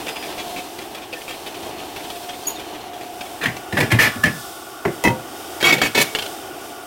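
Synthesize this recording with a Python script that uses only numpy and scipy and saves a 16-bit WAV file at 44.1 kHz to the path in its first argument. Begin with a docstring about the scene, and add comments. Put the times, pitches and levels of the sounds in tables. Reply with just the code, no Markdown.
"""A workshop fan hums while a clamp screw is wound loose, with small scrapes, clinks and one squeak.
Then two steel bar clamps come off a glued wooden panel. Each bar chatters along its pin in stick-slip
clicks that ring the steel and thump the wood, and friction sets it squealing. Between the two lifts
the first bar is stood down beside the bench; at the end a loose jaw bounces to rest."""
import sys
import numpy as np
from scipy import signal
from scipy.fft import rfft, irfft
from scipy.io import wavfile
from scipy.ndimage import uniform_filter1d

SR = 44100
rng = np.random.default_rng(int(sys.argv[2]) if len(sys.argv) > 2 else 0)


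def log_audio(samples):
    """Write samples as a 16-bit WAV file to the path given in sys.argv[1]."""
    # one column per channel
    frames = np.atleast_2d(samples).T
    # limit to full scale, then quantise
    limited = np.clip(frames, -1, 1)
    pcm = np.round(limited * 32767).astype(np.int16)
    wavfile.write(sys.argv[1], SR, pcm)


N = 302526
TIME = np.arange(N) / SR
SHORT = np.arange(SR // 2) / SR  # time within one blow

# spectra of the fan's air rush, its higher whirr and the hiss: f/Hz, level/dB
AIR_EQ = [(20, -26), (45, -19.5), (90, -9), (180, -16.5), (250, -7.5), (315, 1.5), (390, 0), (500, -8.5),
          (600, -7.5), (700, 1), (810, -1), (980, -12), (1300, -14.5), (1800, -16), (2400, -17),
          (3100, -13.5), (4000, -46.5)]
WHIRR_EQ = [(850, -39), (1130, 2), (1280, -7.5), (1460, 5), (1650, -32), (2500, -47)]
HISS_EQ = [(1760, -18), (3000, -0.5), (3680, 5), (4030, -4.5), (4320, -2), (4630, 0.5), (5040, 1),
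           (5400, 2), (6710, -2.5), (8760, 0.5), (10500, -3), (12500, -2.5), (16000, -4)]
# fader curves for the fan's tone, the hiss and the rubbing thread: t/s, relative level/dB
TONE_FADER = [(0, -57), (.55, -33), (1.0, -53), (1.8, -50), (2.25, -33), (2.65, -45), (3.0, -33.5),
              (3.65, -45), (6.86, -50)]
HISS_FADER = [(0, -35), (1.0, -40.5), (2.25, -38), (2.75, -43.5), (3.25, -37), (3.65, -40), (4.4, -33.5),
              (4.8, -38.5), (6.3, -34), (6.86, -39.5)]
THREAD_FADER = [(0, -33.5), (.58, -28.5), (.72, -36), (1.2, -36), (1.68, -29), (1.9, -34), (2.18, -30),
                (2.75, -31), (2.95, -39), (3.22, -41), (3.4, -37)]
# spectra of scraping steel, rust grit and the wood's thump: f/Hz, level/dB
SCRAPE_EQ = [(60, -10), (200, -4.5), (500, 5.5), (900, -3), (1400, -2), (1800, -4.5), (2500, -0.5),
             (3300, -2), (4100, -6.5), (5000, -9), (6500, -13), (10000, -17.5), (16000, -20.5)]
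GRIT_EQ = [(500, -25), (2500, 12.5), (5000, 9), (8000, 4), (11000, 6.5), (16000, -0.5)]
WOOD_EQ = [(25, -50), (55, -19), (85, -7.5), (114, 2), (170, -2.5), (260, -2.5), (310, -7.5), (400, -13),
           (600, -14.5), (1000, -22), (4000, -69)]
# the screw handle catching as it turns: t/s, length/s, level/dB
HANDLE_CATCHES = [(0.065, 0.0034, -29), (0.083, 0.012, -27.5), (0.159, 0.011, -31.5), (0.225, 0.022, -32.5),
                  (0.38, 0.032, -31), (0.562, 0.038, -32), (0.785, .008, -34), (0.947, 0.01, -34),
                  (1.128, 0.0093, -29), (1.280, .033, -31.5), (1.463, 0.016, -32), (1.962, 0.0065, -34),
                  (2.099, 0.0088, -33.5), (2.289, 0.017, -34), (2.595, 0.0036, -35.5),
                  (3.208, 0.0058, -31.5), (3.565, 0.002, -33)]
# steel locking briefly onto one note: t/s, length/s, f/Hz, level/dB
BRIEF_SQUEALS = [(0.083, 0.19, 4950, -45.5), (1.15, 0.033, 1785, -42), (2.452, 0.0092, 4580, -41.5),
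                 (2.559, 0.019, 3690, -40.5), (5.639, 0.0036, 3280, -19.5)]
# partials of the screw's squeak: f/Hz, relative level/dB
SQUEAK_PARTIALS = [(2815, -22), (6724, -0.5), (9600, -22), (10630, -15), (13500, -9), (14520, -24)]
# modes of the handle, the jaw, each lifted bar and the stood bar: f/Hz, relative level/dB, t60/s
HANDLE_RING = [(1790, -3, 0.092), (2345, 2.5, 0.052), (2550, 4, 0.033), (3020, -6, 0.027),
               (3340, 1.5, 0.095), (4570, -12, 0.049)]
JAW_RING = [(1920, -16, .08), (2250, -3.5, 0.1), (2830, 1, 0.043), (3100, -1, 0.11), (3390, -2, 0.055),
            (4000, -5, 0.047), (4340, -1, 0.073), (6800, -12, .04), (8150, -19, 0.034)]
RIGHT_RING = [(1737, 3, 0.19), (1784, 8.5, 0.079), (1987, 0, 0.09), (2180, 2, 0.076), (2360, -3, 0.23),
              (2760, -9, 0.18), (3160, -11, 0.087), (4160, -15, 0.14), (5080, -10, 0.44), (7040, -35, .2)]
LEFT_RING = [(1360, -8, 0.1), (1870, 0, 0.036), (2220, 3.5, 0.057), (2550, 1.5, 0.12), (3190, 1, 0.027),
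             (3580, -7, 0.06), (3930, -1.5, 0.045), (4470, -1, 0.035), (4620, -12, 0.061),
             (4850, -19, 0.16), (5900, -7, 0.044), (6600, -7, 0.088), (7630, -8.5, 0.062), (7230, -12, .11)]
STANDING_RING = [(515, -4.5, 0.5), (936, 1, 0.2), (1247, -15, .22), (1996, -0.5, 0.12), (2083, -5, 0.1),
                 (2600, -6, 0.099), (3120, -13, 0.14), (4030, -18, 0.087), (5701, -20, 0.11),
                 (6260, -23, .14)]
# clatter spectra of each lifted bar and of the bar meeting the floor: f/Hz, level/dB
RIGHT_EQ = [(60, -8), (250, 2.5), (600, -2), (900, -1), (1400, -2), (1900, 7), (2400, 1), (3200, -4),
            (4500, -13), (7000, -17.5), (16000, -25)]
LEFT_EQ = [(60, -21), (170, -3.5), (280, 6.5), (400, 2.5), (550, 1), (800, 2), (1100, -6), (2000, 0.5),
           (3100, -0.5), (4400, -8.5), (6000, -13), (10000, -21), (16000, -19.5)]
FLOOR_EQ = [(60, -20), (200, -7), (270, -2.5), (355, 2), (430, -2.5), (550, -5.5), (850, -10), (1300, -20),
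            (2100, -17.5), (3000, -35), (4500, -40), (16000, -54)]
# each bar's voice: modes, clatter spectrum
BARS = {"right": (RIGHT_RING, RIGHT_EQ), "left": (LEFT_RING, LEFT_EQ),
        "standing": (STANDING_RING, FLOOR_EQ)}
# the note each bar squeals on: bar, f/Hz
BAR_NOTES = {"right": 1722, "left": 2232}
# a bar knocking on wood or floor: t/s, bar, clatter/dB, ring/dB, thump/dB, crack/dB
BAR_KNOCKS = [(3.435, "right", -23, -36, -36, -54), (3.457, "right", -20, -31, -25.5, -55),
              (3.725, "right", -28, -32, -22, -60), (3.776, "right", -23, -30, -19.5, -48),
              (3.804, "right", -17, -20.5, -18, -32), (3.917, "right", -16.5, -20, -13, -32),
              (3.990, "right", -22, -14.5, -40, -42), (4.155, "right", -41, -46, -28, -52),
              (4.238, "right", -21, -21.5, -19.5, -29.5), (4.256, "right", -22.5, -27, -22, -50),
              (4.851, "standing", -16, -37, -28, -52), (5.039, "standing", -27, -19, -24, -26),
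              (5.049, "standing", -19, -15.5, -19, -38), (5.074, "standing", -18.5, -19, -22, -37),
              (5.627, "left", -19, -28, -40, -34), (5.724, "left", -23, -34, -27, -50),
              (5.782, "left", -25.5, -45, -31, -56), (5.816, "left", -17, -22, -33, -43)]
# a bar dragged along its pin: t/s, bar, length/s, clatter/dB, grit/dB, time to roughest spot/s, squeal/dB
BAR_SLIDES = [(3.411, "right", 0.062, -28, -55, 0.035, -42), (3.767, "right", 0.024, -23.5, -35, .016, -38),
              (3.902, "right", .02, -24.5, -46, .018, -27), (3.984, "right", 0.094, -17.5, -24, 0.038, -23),
              (4.234, "right", 0.013, -27, -42, .008, -15), (5.6, "left", 0.017, -28, -44, .01, -49),
              (5.639, "left", 0.0734, -17.5, -29, 0.022, -16),
              (5.721, "left", 0.019, -20, -31, .012, -17.5),
              (5.819, "left", 0.051, -22.5, -32, .045, -28.5), (5.946, "left", .079, -17.5, -21, .074, -22)]
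# stereo width of the bars and of the centred screw and fan: f/Hz, side minus mid/dB
BAR_SPREAD = [(100, -33), (500, -29), (2000, -27), (4400, -20), (8000, -16), (14000, -12)]
CENTRE_SPREAD = [(100, -60), (1500, -59), (3500, -39.5), (6000, -20.5), (10000, -40), (16000, -44)]


def undb(db):
    """Decibels to gain."""
    return 10 ** (np.asarray(db) / 20)


def unit(x):
    """Scale to rms 1."""
    return x / np.sqrt(np.mean(x ** 2))


def burst(x, db, length):
    """Give a short sound the energy of a level held for its length plus a 25 ms ring-out."""
    return x * undb(db) * np.sqrt((length + .025) * SR / np.sum(x ** 2))


def add(track, s, x):
    """Mix a short sound into a track at time s."""
    start = max(int(s * SR), 0)
    track[start:start + len(x)] += x[:N - start]


def colour(x, eq, size=4096):
    """Minimum-phase EQ through points of f/Hz, level/dB, so nothing rings ahead of an attack."""
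    hz, db = np.transpose(eq)
    bin_hz = np.arange(size // 2 + 1) * SR / size
    log_gain = np.log(undb(np.interp(np.log(bin_hz + 1), np.log(hz), db)))
    cepstrum = irfft(log_gain)[:size // 2]
    cepstrum[1:] *= 2
    response = irfft(np.exp(rfft(cepstrum, size)))
    return signal.fftconvolve(x, response)[:len(x)]


def drift(rate):
    """Smooth random wander through `rate` new values a second, spread near 1."""
    hold = int(SR / rate)
    steps = np.repeat(rng.standard_normal(N // hold + 1), hold)
    return 0.995 * uniform_filter1d(steps, hold)[:N]


def cloud(t60, rise):
    """A wash of close modes or echoes: decaying noise of unit energy."""
    response = rng.standard_normal(len(SHORT)) * undb(-60 * SHORT / t60) * (1 - np.exp(-SHORT / rise))
    return response / np.linalg.norm(response)


def room(x, early_db, late_db, early_t60=0.12, late_t60=0.39):
    """Direct sound, quick reflections off bench and panel, and the workshop's tail."""
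    response = undb(early_db) * cloud(early_t60, rise=0.0049)
    response += undb(late_db) * cloud(late_t60, rise=0.015)
    response[0] += 1
    return signal.fftconvolve(x, response)[:len(x)]


def fan(tone_hz=718, waver=0.0199, air_db=-36, whirr_peak_s=4.17, whirr_hold_db=-43):
    """The bed: rushing air, a tone that comes and goes, a whirr that swells and settles, and hiss."""
    air, whirr, hiss = rng.standard_normal((3, N))
    # turbulence bends the tone's pitch and strength
    pitch = tone_hz * (1 + waver * drift(70))
    tone = np.sin(2 * np.pi * np.cumsum(pitch) / SR) * undb(2.2 * drift(25.03))
    tone_db = np.interp(TIME, *np.transpose(TONE_FADER)) - 2.5
    hiss_db = np.interp(TIME, *np.transpose(HISS_FADER)) - 3
    # the whirr climbs 17 dB a second and overshoots its held level by 7 dB
    since_peak = TIME - whirr_peak_s
    swell_db = 17 * np.minimum(since_peak, 0) + 7 * np.exp(-np.maximum(since_peak, 0) / .4)
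    out = unit(colour(air, AIR_EQ)) * undb(air_db + 2.2 * drift(4.3))
    out += unit(tone) * undb(tone_db)
    out += unit(colour(whirr, WHIRR_EQ)) * undb(whirr_hold_db + swell_db)
    return out + unit(colour(hiss, HISS_EQ)) * undb(hiss_db + 1.5 * drift(8.8))


def chatter(length, rate=950, scatter_db=4.5, blow=0.44, release=0.0031):
    """Contact force: a first blow, then stick-slip clicks while the surfaces slide."""
    slips = rng.random(len(SHORT)) < rate / SR
    sizes = undb(scatter_db * np.clip(rng.standard_normal(len(SHORT)), -2, 1))
    signs = rng.choice([-1, 1], len(SHORT))
    force = slips * sizes * signs * np.exp(-np.maximum(SHORT - length, 0) / release)
    force[0] += blow * np.linalg.norm(force) + 1e-9
    return force


def resonate(x, hz, t60):
    """One decaying mode."""
    pole = np.exp((2j * np.pi * hz - np.log(1000) / t60) / SR)
    return signal.lfilter([1], [1, -pole], x).imag


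def ring(force, modes, scatter_db=0.0, detune=0.0076):
    """Modes of a steel part; contact point and grip vary their strength and pitch from blow to blow."""
    chance = rng.standard_normal((len(modes), 2))
    return sum(undb(db + scatter_db * louder) * unit(resonate(force, hz * (1 + detune * sharper), t60))
               for (hz, db, t60), (louder, sharper) in zip(modes, chance))


def shake(force, ring_t60=0.16, ring_db=-3):
    """Bending waves smear each click over milliseconds, then linger as a dense ring."""
    smear = cloud(t60=.012, rise=.0005)
    tail = undb(ring_db) * cloud(ring_t60, rise=0.0011)
    return signal.fftconvolve(force, smear + tail)[:len(force)]


def clinks(events, modes, ring_db):
    """A small loose steel part: a short scrape and its own ring."""
    out = np.zeros(N)
    for s, length, db in events:
        force = chatter(length, rate=900, blow=0.36, release=0.004)
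        scrape = colour(shake(force, ring_t60=0.23, ring_db=-2.5), SCRAPE_EQ)
        ringing = ring(force, modes, scatter_db=4.0, detune=0.0183)
        add(out, s, burst(unit(scrape) + undb(ring_db) * unit(ringing), db, length))
    return out


def faint_ticks(rate=7, length=0.013, softest_db=-40):
    """Small catches of the handle at uneven moments while the screw turns."""
    turning_s = THREAD_FADER[-1][0]
    chance = rng.random((int(turning_s * rate), 2))
    ticks = [((k + when) / rate, length, softest_db + 2 * size) for k, (when, size) in enumerate(chance)]
    return clinks(ticks, HANDLE_RING, ring_db=-4.5)


def screw(grains_per_s=1500, rub_trim_db=-7):
    """The dry thread rubs in fine grains, and the loose handle clinks at every push of the fingers."""
    grains = rng.standard_normal(N) * (rng.random(N) < grains_per_s / SR) * undb(2.5 * drift(45))
    rub_db = np.interp(TIME, *np.transpose(THREAD_FADER), right=-120) + rub_trim_db
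    rub = unit(colour(shake(grains), SCRAPE_EQ)) * undb(rub_db)
    return rub + clinks(HANDLE_CATCHES, HANDLE_RING, ring_db=-4)


def friction_tone(length, hz, glide, waver, edge_s=0.006):
    """A self-excited note that builds while the steel slips and dies when it stops."""
    progress = np.minimum(SHORT / length, 1)
    pitch = hz * (1 + glide * (progress - .5) + waver * drift(247)[:len(SHORT)])
    swell = np.minimum(SHORT / edge_s, 1) * np.exp(-np.maximum(SHORT - length, 0) / edge_s)
    flutter = undb(1.6 * drift(203)[:len(SHORT)])
    return swell * flutter * np.sin(2 * np.pi * np.cumsum(pitch) / SR)


def squeals(sag=0.034):
    """Steel sings briefly on steel, each note sagging as the slip slows."""
    out = np.zeros(N)
    for s, length, hz, db in BRIEF_SQUEALS:
        note = friction_tone(length, hz, glide=-sag, waver=0.013)
        add(out, s, burst(room(note, early_db=-9, late_db=-13), db, length))
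    return out


def squeak(start_s=2.467, length=0.017, level_db=-23):
    """The screw gives one high friction squeak with several partials."""
    out = np.zeros(N)
    partials = sum(undb(db) * unit(friction_tone(length, hz, glide=0, waver=0.0047))
                   for hz, db in SQUEAK_PARTIALS)
    add(out, start_s, burst(room(partials, early_db=-6, late_db=-26, early_t60=0.16), level_db, length))
    return out


def jaw(start_s=6.15, gap_s=.0362, contact_s=0.0064, first_db=-20.5, loss_db=4, count=4):
    """The loose jaw bounces on the lifted bar, each clink weaker than the last."""
    bounces = [(start_s + k * gap_s, contact_s, first_db - k * loss_db) for k in range(count)]
    return clinks(bounces, JAW_RING, ring_db=1)


def bar_contact(bar, force, grinding, length, clatter_db, ring_db, thump_db, grit_db, wood_lag_s=0.00596):
    """Each contact rattles the bar, rings its modes, thumps the wood under it and grinds a little rust."""
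    modes, clatter_eq = BARS[bar]
    clatter = room(colour(shake(force), clatter_eq), early_db=-13.5, late_db=-14)
    ringing = ring(force, modes)
    grit = room(colour(grinding, GRIT_EQ), early_db=6, late_db=-7, early_t60=0.054)
    thump = room(colour(force, WOOD_EQ), early_db=5, late_db=-2.5)
    steel = burst(clatter, clatter_db, length) + burst(ringing, ring_db, length)
    # the heavy wood takes a moment to get moving
    wood = np.pad(burst(thump, thump_db, length), (int(wood_lag_s * SR), 0))[:len(steel)]
    return steel + burst(grit, grit_db, length) + wood


def knocks(contact_s=0.0052, crack_s=.0012, rebound_s=.026):
    """A bar strikes with a bright steel crack, hops and lands once more, softer and woodier."""
    out = np.zeros(N)
    for s, bar, clatter_db, ring_db, thump_db, crack_db in BAR_KNOCKS:
        crack = colour(rng.standard_normal(len(SHORT)) * np.exp(-SHORT / crack_s), GRIT_EQ)
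        add(out, s, burst(room(crack, early_db=-3, late_db=-8, early_t60=0.079), crack_db, crack_s))
        for delay, steel_db, wood_db in [(0, 0, 0), (rebound_s, -10, -6)]:
            force = chatter(contact_s)
            hit = bar_contact(bar, force, force, contact_s, clatter_db + steel_db, ring_db + steel_db,
                              thump_db + wood_db, grit_db=ring_db + steel_db - 17)
            add(out, s + delay, hit)
    return out


def slides(attack_s=0.0024, ease_db_per_s=23, grit_fall_db_per_s=200):
    """A bar chatters up its pin and over a rusty spot, squealing near its strongest mode."""
    out = np.zeros(N)
    for s, bar, length, db, grit_db, roughest_s, squeal_db in BAR_SLIDES:
        bite = np.minimum(SHORT / attack_s, 1) * undb(-ease_db_per_s * SHORT)
        force = chatter(length, rate=1100, blow=0) * bite
        grinding = force * undb(-grit_fall_db_per_s * np.abs(SHORT - roughest_s))
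        drag = bar_contact(bar, force, grinding, length, clatter_db=db, ring_db=db - 4.5,
                           thump_db=db - 13.5, grit_db=grit_db)
        add(out, s, drag)
        note = friction_tone(length, BAR_NOTES[bar], glide=0.01, waver=0.011)
        add(out, s, burst(room(note, early_db=-19, late_db=-10), squeal_db, length))
    return out


def scene():
    """A narrow stereo mix: the bar hits widen in the treble, while screw and fan stay near the centre
    with a little width around 6 kHz."""
    bars = knocks() + slides() + jaw()
    centre = fan() + screw() + squeals() + squeak() + faint_ticks()
    mid = bars + centre
    width = colour(bars, BAR_SPREAD) + colour(centre, CENTRE_SPREAD)
    side = signal.fftconvolve(width, cloud(t60=.025, rise=.0002))[:N]
    return np.array([mid + side, mid - side])


def record(dry):
    """Master chain: soft-clip the highest peaks and cut the very top."""
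    ceiling, top_hz = .9, 15900
    rounded = dry / (1 + (dry / ceiling) ** 4) ** (1 / 4)
    return signal.sosfilt(signal.ellip(10, .2, 80, top_hz, fs=SR, output="sos"), rounded)


dry = scene()
out = record(dry)
log_audio(out)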